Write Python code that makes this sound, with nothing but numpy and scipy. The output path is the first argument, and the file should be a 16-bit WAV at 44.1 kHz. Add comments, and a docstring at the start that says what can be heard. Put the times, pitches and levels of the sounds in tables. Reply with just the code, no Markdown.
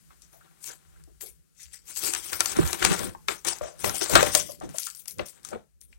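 """Paper leaflet in two hands

Two hands unfold and turn a printed leaflet close to a small two-port recorder in a quiet room.
Rubbing is slip noise, bending is clumped grains through the sheet's modes, flapping is low noise.
Creases snap as short bursts; panels pop as jerks ringing in resonances. The sheet is nearer the left
port: the right hears it later, duller and reversed. Delays echo it over hiss, a hum and a rumble."""
import sys
import numpy as np
from scipy import signal
from scipy.fft import rfft, irfft, next_fast_len
from scipy.io import wavfile

SR = 44100
rng = np.random.default_rng(int(sys.argv[2]) if len(sys.argv) > 2 else 0)


def transcribe(u):
    """Save the signal u as a 16-bit wav file named by the first command-line argument.

    u: samples, shape (n,) or (channels, n), limited to [-1, 1]; the rate is SR.
    q: integer samples, one column per channel.
    """
    v = np.clip(np.atleast_2d(u).T, -1, 1)
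    q = np.round(v * 32767).astype(np.int16)
    wavfile.write(sys.argv[1], SR, q)


N = 264065


def paper():
    """One draw of all that the sheet sends out: friction, bending, flapping, snaps and pops."""
    return rubbing() + bending() + flapping() + snaps() + pops()


# moves of the hands: (peak time [s], swell [s], hold [s], rubbing hiss [dB],
# top sheen [dB re hiss], bending rustle [dB])
HAND_MOVES = [(0.102, 0.003, 0, -70, -6, -55.5), (0.216, 0.013, 0.028, -54.5, -31, -75),
              (0.332, 0.025, 0, -53.5, 5.5, -57.5), (0.44, 0.34, 0.23, -88, -12, -67.5),
              (0.639, 0.045, 0.052, -39.5, -0.5, -63), (0.694, 0.11, 0.018, -42.5, -12, -48),
              (0.791, 0.12, 0.21, -69, -11, -66), (1.211, 0.009, 0, -35, 3.5, -49),
              (1.26, 0.003, 0, -40, 3, -69), (1.609, 0.064, 0.021, -39.5, -10, -70),
              (1.738, 0.064, 0.014, -43, -12, -69.5), (1.892, 0.056, 0.014, -35.5, -6.5, -51),
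              (1.967, 0.036, 0.016, -28, -3, -56), (2.045, 0.097, 0.041, -23, -5, -35),
              (2.129, 0.041, 0.055, -32, -10, -42.5), (2.253, 0.22, 0.053, -34, -4, -50),
              (2.33, 0.022, 0.0083, -28, -1.5, -33), (2.401, 0.024, 0.062, -32, 0, -38),
              (2.474, 0.029, 0.048, -29.5, -7, -37), (2.579, 0.096, 0.042, -34.5, -2, -32),
              (2.659, 0.038, 0.049, -32.5, 0.5, -39.5), (2.725, 0.017, 0.024, -33.5, -3, -39.5),
              (2.839, 0.12, 0, -23, -8.5, -28), (2.847, 0.011, 0.0033, -16, -15, -24.5),
              (2.907, 0.071, 0.029, -23, -10.5, -27), (2.978, 0.048, 0.072, -32, -5, -36),
              (3.285, 0.012, 0.041, -31.5, -6, -37), (3.448, 0.003, 0, -29.5, -7, -34),
              (3.476, 0.029, 0, -16, -13.5, -28), (3.528, 0.05, 0.049, -55, 8.5, -49),
              (3.619, 0.024, 0.068, -43.5, -44, -48), (3.8, 0.027, 0.042, -37, -2.5, -50),
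              (3.847, 0.015, 0.035, -28, 0.5, -31.5), (3.954, 0.039, 0.016, -26, -1.5, -50.5),
              (4.012, 0.014, 0.025, -21.5, -9.5, -33.5), (4.096, 0.0064, 0.047, -25.5, -1.5, -29),
              (4.154, 0.0071, 0.014, -18.5, -20.5, -13), (4.23, 0.43, 0.053, -25, -9, -29.5),
              (4.355, 0.094, 0.033, -18.5, -9.5, -39.5), (4.433, 0.052, 0.094, -42, -2, -79),
              (4.616, 0.013, 0.036, -49.5, -22, -49.5), (4.69, 0.006, 0.089, -48.5, -7, -55.5),
              (4.778, 0.07, 0.095, -34, -1, -64), (4.95, 0.0027, 0.042, -49, 9.5, -68),
              (5.077, 0.0033, 0.023, -41.5, 5, -72), (5.195, 0.02, 0, -45, -21, -37.5),
              (5.26, 0.0081, 0.005, -35.5, -1, -69.5), (5.365, 0.089, 0.012, -58, -6, -58),
              (5.451, 0.026, 0.042, -41.5, -6.5, -57), (5.545, 0.21, 0.0, -62, -16, -48),
              (5.808, 0.0034, 0.021, -56, 8, -84), (5.93, 0.095, 0, -58.5, -8, -71.5)]
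SWELL_DB = 30   # climbed during the swell


def move_gain(level_db, fall_db_per_s):
    """Gain of one layer: the powers of all moves added, each swelling to its peak, holding and falling."""
    peak_s, swell_s, hold_s = np.array(HAND_MOVES).T[:3, :, None]
    t = np.arange(0, N, 64) / SR   # one point every 64 samples
    rise_db = SWELL_DB * np.minimum(t - peak_s, 0) / swell_s
    fall_db = fall_db_per_s * np.maximum(t - peak_s - hold_s, 0)
    power = np.sum(from_db(level_db[:, None] + rise_db - fall_db) ** 2, axis=0)
    return np.interp(np.arange(N) / SR, t, np.sqrt(power))


# tone of fingers and folds rubbing: (frequency [Hz], relative density [dB per Hz])
RUB_COLOUR = [(880, -51), (1500, -34.5), (2040, -15), (3000, -11), (3590, -10), (3880, -14.5), (4460, -9.5),
              (5770, -6), (8660, -2), (15100, -14.5), (16000, 2)]
# where the hiss ends and the sheen begins: (frequency [Hz], gain [dB])
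BELOW_SHEEN = [(8000, 0), (13000, -30)]
CATCH_DB, CATCH_RATE_HZ = 1.8, 120   # the fingers catch and slip unevenly
HISS_FALL_DB_PER_S, SHEEN_FALL_DB_PER_S = 272.5, 293


def rubbing():
    """Friction slips split into hiss and top sheen, with small creases giving way under the fingers."""
    hiss_db, sheen_re_hiss_db = np.array(HAND_MOVES).T[3:5]
    slips = rms_one(colour(patchy(grains(4000, 2.0, 4.6)), RUB_COLOUR))
    slips = slips * from_db(CATCH_DB * drift(CATCH_RATE_HZ))
    hiss = colour(slips, BELOW_SHEEN)
    sheen = rms_one(slips - hiss)
    rub = (hiss + 0.21 * crinkles(270)) * move_gain(hiss_db, HISS_FALL_DB_PER_S)
    return rub + sheen * move_gain(hiss_db + sheen_re_hiss_db, SHEEN_FALL_DB_PER_S)


def grains(per_s, spread_db, clump_db):
    """Tiny slips at random times and sizes, coming in clumps, over a smooth friction noise."""
    sizes = from_db(spread_db * np.minimum(rng.exponential(1, N), 4)) * rng.choice([-1, 1], N)
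    born = rng.random(N) < per_s * from_db(clump_db * drift(40)) / SR
    return rms_one(sizes * born) + 1.5 * rng.standard_normal(N)


PATCH_DB, PATCH_RATE_HZ = 2.8, 18   # the colour shifts as the touching area moves


def patchy(x):
    """Fourteen narrow resonances swell and fade, each in its own time."""
    gains = from_db(PATCH_DB * np.array([drift(PATCH_RATE_HZ) for _ in range(4)]))
    out = np.zeros(N)
    for k, hz in enumerate(np.geomspace(900, 14000, num=14)):
        gain = np.roll(gains[k % 4], 30011 * k)   # four drifts, shifted apart in time
        out += (-1) ** k * gain * resonance(x, hz, 0.16 * hz)
    return rms_one(out)


def crinkles(per_s):
    """Small creases give way at random, each ringing a few cycles at one of eight pitches."""
    sizes = from_db(7.3 * np.minimum(rng.exponential(1, N), 3)) * (rng.random(N) < per_s / SR)
    dealt = rng.integers(0, 8, N)
    out = np.zeros(N)
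    for k, hz in enumerate(np.geomspace(1500, 11000, 8)):
        out += resonance(sizes * (dealt == k) + 1e-18, hz, 0.41 * hz)   # the tiny offset avoids denormals
    return rms_one(out)


# tone of the bending rustle: (frequency [Hz], relative density [dB per Hz])
BEND_COLOUR = [(200, 5), (400, 2), (900, 9.5), (1500, 8.5), (2500, 1), (4000, 2.5), (8000, -61)]
BEND_FALL_DB_PER_S = 294.5


def bending():
    """Bending makes sparse, strongly clumped grains that excite the sheet's modes."""
    bend_db = np.array(HAND_MOVES).T[5]
    rustle = rms_one(colour(sheet_modes(grains(600, 6.9, 8.2), 0.71), BEND_COLOUR))
    return rustle * from_db(3.02 * drift(28)) * move_gain(bend_db, BEND_FALL_DB_PER_S)


# modes of the held sheet: (frequency [Hz], width [Hz], level [dB])
SHEET_MODES = [(346, 48, 14), (587, 140, 9.5), (776, 54, -1.5), (1340, 35, 8), (2330, 350, -6.5)]


def sheet_modes(x, share):
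    """The sheet's modes added, with alternating sign, onto whatever excites it."""
    ringing = 0
    for k, (hz, width_hz, level_db) in enumerate(SHEET_MODES):
        ringing = ringing + (-1) ** k * from_db(level_db) * resonance(x, hz, width_hz)
    return x + share * ringing


# tone of the air pushed by the sheet: (frequency [Hz], relative density [dB per Hz])
FLAP_COLOUR = [(20, -34), (45, 6), (70, -1), (130, 0), (250, -1.5), (500, -6), (1000, -40)]
# low flapping of the open sheet: (time [s], level [dB])
FLAP_LEVEL = [(0, -90), (1.9, -70.5), (2.09, -69), (2.3, -63.5), (2.53, -48), (2.61, -30.5), (2.78, -58),
              (2.83, -32.5), (3.1, -37.5), (3.2, -65), (3.45, -69.5), (3.75, -90), (3.86, -30), (4.06, -61),
              (4.15, -23), (4.58, -54.5), (4.65, -42), (4.93, -78), (5.16, -56.5), (5.2, -30.5), (5.3, -76),
              (5.56, -45.5), (5.7, -83), (5.91, -62.5), (5.98, -83)]


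def flapping():
    """The open sheet pushes air: low noise of wavering strength."""
    air = rms_one(colour(rng.standard_normal(N), FLAP_COLOUR))
    return air * from_db(3 * drift(12)) * from_db(in_time(FLAP_LEVEL))


# creases that buckle: (time [s], crack peak [dB], sheet knock peak [dB])
CREASE_SNAPS = [(0.2204, -35, -60), (0.33, -44.5, -62), (0.642, -21, -40), (0.676, -21, -37),
                (1.038, -37.5, -62), (1.2092, -26, -36), (1.223, -27, -43), (1.7436, -27, -53),
                (1.966, -32, -29), (2.1361, -8, -18.5), (2.1494, -6.5, -15.5), (2.161, -26, -18),
                (2.287, -25, -41), (2.331, -11, -17), (2.4056, 6.5, -6.5), (2.4584, -4.5, -17.5),
                (2.567, -18, -27), (2.676, -12.5, -27), (2.7302, -8.5, -19.5), (2.826, -31, -11.5),
                (2.8494, 5, -2), (2.917, -19, -15), (2.992, -15, -36), (3.284, -19, -4.5),
                (3.4488, -13, -30), (3.5858, -25, -56), (3.8443, -17, -10.5), (3.895, -11, -20.5),
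                (3.955, -20, -31), (4.012, -19, -15), (4.098, -20, -38), (4.154, 7.5, 8),
                (4.2287, -5.5, -9), (4.35, 12.5, -6), (4.519, -25.5, -59), (4.601, -32.5, -66),
                (4.637, -41, -50), (4.6916, -29.5, -55), (4.7573, -26, -46), (4.784, -7.5, -28),
                (4.815, -29, -43), (4.833, -16.5, -47), (4.8395, -23, -52), (4.858, -22, -48),
                (4.869, -14.5, -60), (4.901, -20.5, -49), (4.9492, -26, -51), (4.97, -37, -61),
                (5.057, -27.5, -42), (5.081, -18.5, -39.5), (5.109, -26, -48), (5.1843, -28, -42),
                (5.4317, -38, -62), (5.4494, -16.5, -58), (5.488, -24, -45), (5.8137, -32, -56.5)]
CLICK_T60_S, CRACK_T60_S, KNOCK_T60_S = 0.0024, 0.015, 0.027


def snaps():
    """Each buckle is a sharp click and a burst that dies fast, over a knock of the sheet."""
    length = round(.12 * SR)
    t = np.arange(length) / SR
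    noise = rng.standard_normal((len(CREASE_SNAPS), 2, length))
    click = np.sign(noise[:, 0]) * from_db(-60 * t / CLICK_T60_S)   # the crease gives way at full strength
    crack_burst = noise[:, 0] * from_db(-60 * t / CRACK_T60_S)
    knock_burst = noise[:, 1] * from_db(-60 * t / KNOCK_T60_S)
    cracks = band(click + crack_burst, 4600, 10000)
    knocks = band(sheet_modes(click + knock_burst, 0.79), 800, 3900)
    out = np.zeros(N + length)
    for (s, crack_db, knock_db), crack, knock in zip(CREASE_SNAPS, cracks, knocks):
        at = round(s * SR)
        out[at:at + length] += from_db(crack_db) * crack / np.max(np.abs(crack))
        out[at:at + length] += from_db(knock_db) * knock / np.max(np.abs(knock))
    return out[:N]


# panels that pop in or out, the widest ones lowest:
# (time [s], peak [dB], pitch [Hz], t60 of the shaking [s])
PANEL_POPS = [(0.106, -44.5, 1050, 0.051), (0.339, -48, 680, 0.19), (0.408, -46.5, 1370, 0.094),
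              (0.472, -54, 1400, 0.13), (0.699, -40.5, 497, 0.026), (0.702, -37, 1500, 0.04),
              (0.96, -53, 1450, 0.068), (0.965, -58, 376, 0.41), (1.075, -48, 362, 0.16),
              (1.221, -37.5, 415, 0.21), (1.596, -48, 1910, 0.34), (1.735, -44, 1930, 0.14),
              (2.03, -32.5, 394, 0.35), (2.089, -29, 326, 0.034), (2.568, -24, 240, 0.022),
              (2.596, -22, 150, 0.15), (2.588, -8, 348, 0.042), (2.638, -24.5, 71, 0.043),
              (2.728, -30, 360, 0.14), (2.824, -19, 1440, 0.016), (2.845, -19.5, 1060, 0.097),
              (2.904, -14.5, 167, 0.045), (2.912, -18, 360, 0.058), (3.002, -26, 533, 0.095),
              (3.149, -27.5, 920, 0.042), (3.284, -12.5, 1340, 0.049), (3.285, -16, 2300, 0.033),
              (3.29, -21.5, 385, 0.017), (3.527, -25, 840, 0.019), (3.611, -19.5, 552, 0.029),
              (3.613, -33.5, 56, 0.088), (3.629, -24, 594, 0.31), (3.843, -12.5, 425, 0.016),
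              (3.858, -20.5, 600, 0.18), (4.016, -18, 385, 0.07), (4.097, -21, 540, 0.46),
              (4.142, -21, 109.5, 0.067), (4.156, -3, 620, 0.041), (4.167, -7.5, 1250, 0.1),
              (4.227, -5.5, 584, 0.042), (3.942, -25.5, 680, 0.076), (4.348, -13, 603, 0.15),
              (4.491, -29.5, 554, 0.098), (4.611, -28, 690, 0.15), (4.632, -25, 329, 0.1),
              (4.69, -34, 157, 0.11), (4.743, -29.5, 587, 0.055), (4.869, -32, 1340, 0.12),
              (5.194, -19, 587, 0.1), (5.194, -19, 2430, 0.026), (5.449, -39, 1300, 0.042),
              (5.515, -31, 650, 0.21), (5.528, -22, 474, 0.086), (5.53, -31.5, 213, 0.13),
              (5.531, -30, 1285, 0.04), (5.558, -24, 416, 0.021), (5.928, -41.5, 2304, 0.031)]
POP_SHARPNESS = 2.5   # pitch over width
FIRST_JERK = 0.82   # strength of the flip itself, before it is scaled up for low pitches


def pops():
    """A panel flips over in a few jerks and rings near its own pitch, with a looser overtone."""
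    length = round(.3 * SR)
    t = np.arange(length) / SR
    fade_out = np.minimum(1, (length - np.arange(length)) / 2000)
    noise = rng.standard_normal((len(PANEL_POPS), length))
    out = np.zeros(N + length)
    for (s, peak_db, hz, t60), jerks in zip(PANEL_POPS, noise):
        at = round(s * SR)
        push = jerks * from_db(-60 * t / t60)
        push[0] += FIRST_JERK * np.sqrt(SR / hz)
        ring = resonance(resonance(push, hz, hz / POP_SHARPNESS), hz, 0.4 * hz)
        overtone = resonance(resonance(push, 1.6 * hz, 0.54 * hz), 1.6 * hz, 0.54 * hz)
        ring = ring + 0.21 * overtone
        out[at:at + length] += from_db(peak_db) * ring / np.max(np.abs(ring)) * fade_out
    return out[:N]


ROOM_T60_S, ROOM_CUT_HZ, ROOM_DB = 0.19, 6300, -20   # t60 before the dulling


def room(x):
    """Echo of the room: eight feedback delays a side, duller on every round."""
    size = next_fast_len(N + SR)
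    w = 2 * np.pi * np.arange(size // 2 + 1) / size
    dull = 1 / (1 + 1j * w * SR / (2 * np.pi * ROOM_CUT_HZ))
    out = np.zeros((2, len(w)), complex)
    for k, lag in enumerate(rng.uniform(0.0042, 0.016, 16) * SR):
        loop = from_db(-60 * lag / SR / ROOM_T60_S) * dull * np.exp(-1j * w * lag)
        out[k % 2] += loop / (1 - loop) * (-1) ** (k // 2)
    return irfft(out * rfft(x, size), size)[:, :N]


# tone of the background hiss: (frequency [Hz], relative density [dB per Hz])
FLOOR_COLOUR = [(18, -39), (30, -17.5), (157, -10), (303, -14.5), (437, -17.5), (937, -24), (1350, -16.5),
                (3670, -20.5), (8740, -14), (16000, -22)]
# level of the background hiss and hum, rising and falling: (time [s], level change [dB])
FLOOR_LEVEL = [(0, 7), (1.15, 3.5), (1.45, -1.5), (3.2, 7.5), (5.5, 1.5), (5.99, -14)]
FLOOR_DB = -66.5   # hiss level before the level curve


def room_hiss():
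    """Noise of one fixed colour, mostly of its own at each port."""
    shared, own = rng.standard_normal(N), rng.standard_normal((2, N))
    hiss = rms_one(colour(shared + 9.0 * own, FLOOR_COLOUR))
    return from_db(FLOOR_DB + in_time(FLOOR_LEVEL)) * hiss


# a deep rumble in the room comes and goes: (time [s], level [dB])
RUMBLE_LEVEL = [(0, -64), (.25, -60), (.5, -70), (.84, -66), (.88, -53.5), (1.42, -60), (1.5, -82),
                (1.62, -64), (1.66, -49), (1.74, -65), (1.85, -60), (2.3, -55), (5.6, -71.5), (5.98, -50.5)]
RUMBLE_LOW_HZ, RUMBLE_HIGH_HZ = 40.2, 76
HUM_HZ, HUM_WIDTH_HZ, HUM_DB = 157, 30, -70   # level before the waver and the level curve
HUM_WAVER_DB, HUM_WAVER_RATE_HZ = 3.0, 7
IN_STEP_DB = -8.5   # part that reaches the ports in step, re the reversed part


def room_bass():
    """A wavering hum and a rumble from filtered noise, mostly reversed between the ports."""
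    noise = rng.standard_normal((2, N))
    hum = rms_one(resonance(resonance(noise, HUM_HZ, HUM_WIDTH_HZ), HUM_HZ, HUM_WIDTH_HZ))
    rumble = band(band(noise, RUMBLE_LOW_HZ, RUMBLE_HIGH_HZ), RUMBLE_LOW_HZ, RUMBLE_HIGH_HZ)
    hum_db = HUM_DB + HUM_WAVER_DB * drift(HUM_WAVER_RATE_HZ) + in_time(FLOOR_LEVEL)
    reverse, in_step = from_db(hum_db) * hum + from_db(in_time(RUMBLE_LEVEL)) * rms_one(rumble)
    return from_db(IN_STEP_DB) * in_step + reverse * [[1], [-1]]


def from_db(db):
    """Decibels to gain."""
    return 10 ** (np.asarray(db) / 20)


def rms_one(x):
    """Scale to unit rms."""
    return x / np.sqrt(np.mean(x ** 2) + 1e-20)


def in_time(rows):
    """A (time [s], value) curve at every sample."""
    return np.interp(np.arange(N) / SR, *np.transpose(rows))


def drift(rate_hz):
    """Slow chance of spread 1: noise through two low-pass poles at the rate."""
    r = np.exp(-2 * np.pi * rate_hz / SR)
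    noise = rng.standard_normal(N + SR)   # the first second lets the filter settle
    return rms_one(signal.lfilter([1], [1, -2 * r, r * r], noise)[SR:])


def colour(x, points, lag=((0, 0), (1, 0))):
    """Filter by a (frequency [Hz], gain [dB]) curve and a (frequency [Hz], lag [radians]) curve."""
    size = next_fast_len(N + 4096)
    hz = np.maximum(np.arange(size // 2 + 1) * SR / size, 1)
    table = np.array(points, float)
    gain = from_db(np.interp(np.log(hz), np.log(table[:, 0]), table[:, 1]))
    turn = np.exp(-1j * np.interp(hz, *np.transpose(lag)))
    return irfft(rfft(x, size) * gain * turn, size)[..., :N]


def band(x, low_hz, high_hz):
    """Causal band-pass."""
    return signal.sosfilt(signal.butter(2, [low_hz, high_hz], "band", fs=SR, output="sos"), x)


def resonance(x, hz, width_hz):
    """Two-pole resonance with a gain near 1 at its pitch, never narrower than 30 Hz."""
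    r = np.exp(-np.pi * max(width_hz, 30) / SR)
    zeros = (1 - r * r) / 2 * np.array([1, 0, -1])
    return signal.lfilter(zeros, [1, -2 * r * np.cos(2 * np.pi * hz / SR), r * r], x)


# the sheet swings towards the right port and away: (time [s], gain at the right port [dB])
SHEET_SWING = [(1.9, 0.5), (2.56, 1), (2.595, 6), (2.66, 0.5), (3.3, -3.5), (4.3, -2), (4.7, -1)]
# part of the right port's paper sound shared with the left: (frequency [Hz], level [dB])
SAME_AT_BOTH = [(60, -3), (300, -2.5), (2000, -5), (10000, -10)]
# shadow of the recorder body: (frequency [Hz], left over right [dB])
LEFT_OVER_RIGHT = [(60, -2.5), (110, -3.5), (200, 2), (380, 5.5), (700, 7), (1290, 1.5), (2380, 12),
                   (4400, 11.5), (8120, 20), (15000, 25)]
# path round the body to the right port: (frequency [Hz], lag [radians])
RIGHT_LAG = [(0, 0), (1290, 1.3), (3530, 6.9), (6030, 15.3), (22050, 60)]


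def scene():
    """Paper, its echo and the background hiss and bass, as they reach the two ports."""
    # two independent draws of the paper noise, so the two ports hear it only partly alike
    left_paper, other_paper = paper(), paper()
    surround = from_db(ROOM_DB) * room(left_paper) + room_hiss()
    # the unshared part makes up the rest of the power
    unshared = [(hz, 10 * np.log10(1 - from_db(2 * level_db))) for hz, level_db in SAME_AT_BOTH]
    right_paper = colour(left_paper, SAME_AT_BOTH) + colour(other_paper, unshared)
    right = from_db(in_time(SHEET_SWING)) * right_paper + surround[1]
    shadow = [(hz, -level_db) for hz, level_db in LEFT_OVER_RIGHT]
    ports = np.array([left_paper + surround[0], -colour(right, shadow, RIGHT_LAG)])
    return ports + room_bass()


CUTOFF_HZ = 15950


def record(dry):
    """The capsules lose the deepest bass, the loudest peaks clip, the top is cut."""
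    dry = signal.sosfilt(signal.butter(2, 40, "high", fs=SR, output="sos"), dry)
    clipped = np.clip(dry, -.82, .82)
    return signal.sosfilt(signal.ellip(10, .5, 70, CUTOFF_HZ, fs=SR, output="sos"), clipped)


dry = scene()
out = record(dry)
transcribe(out)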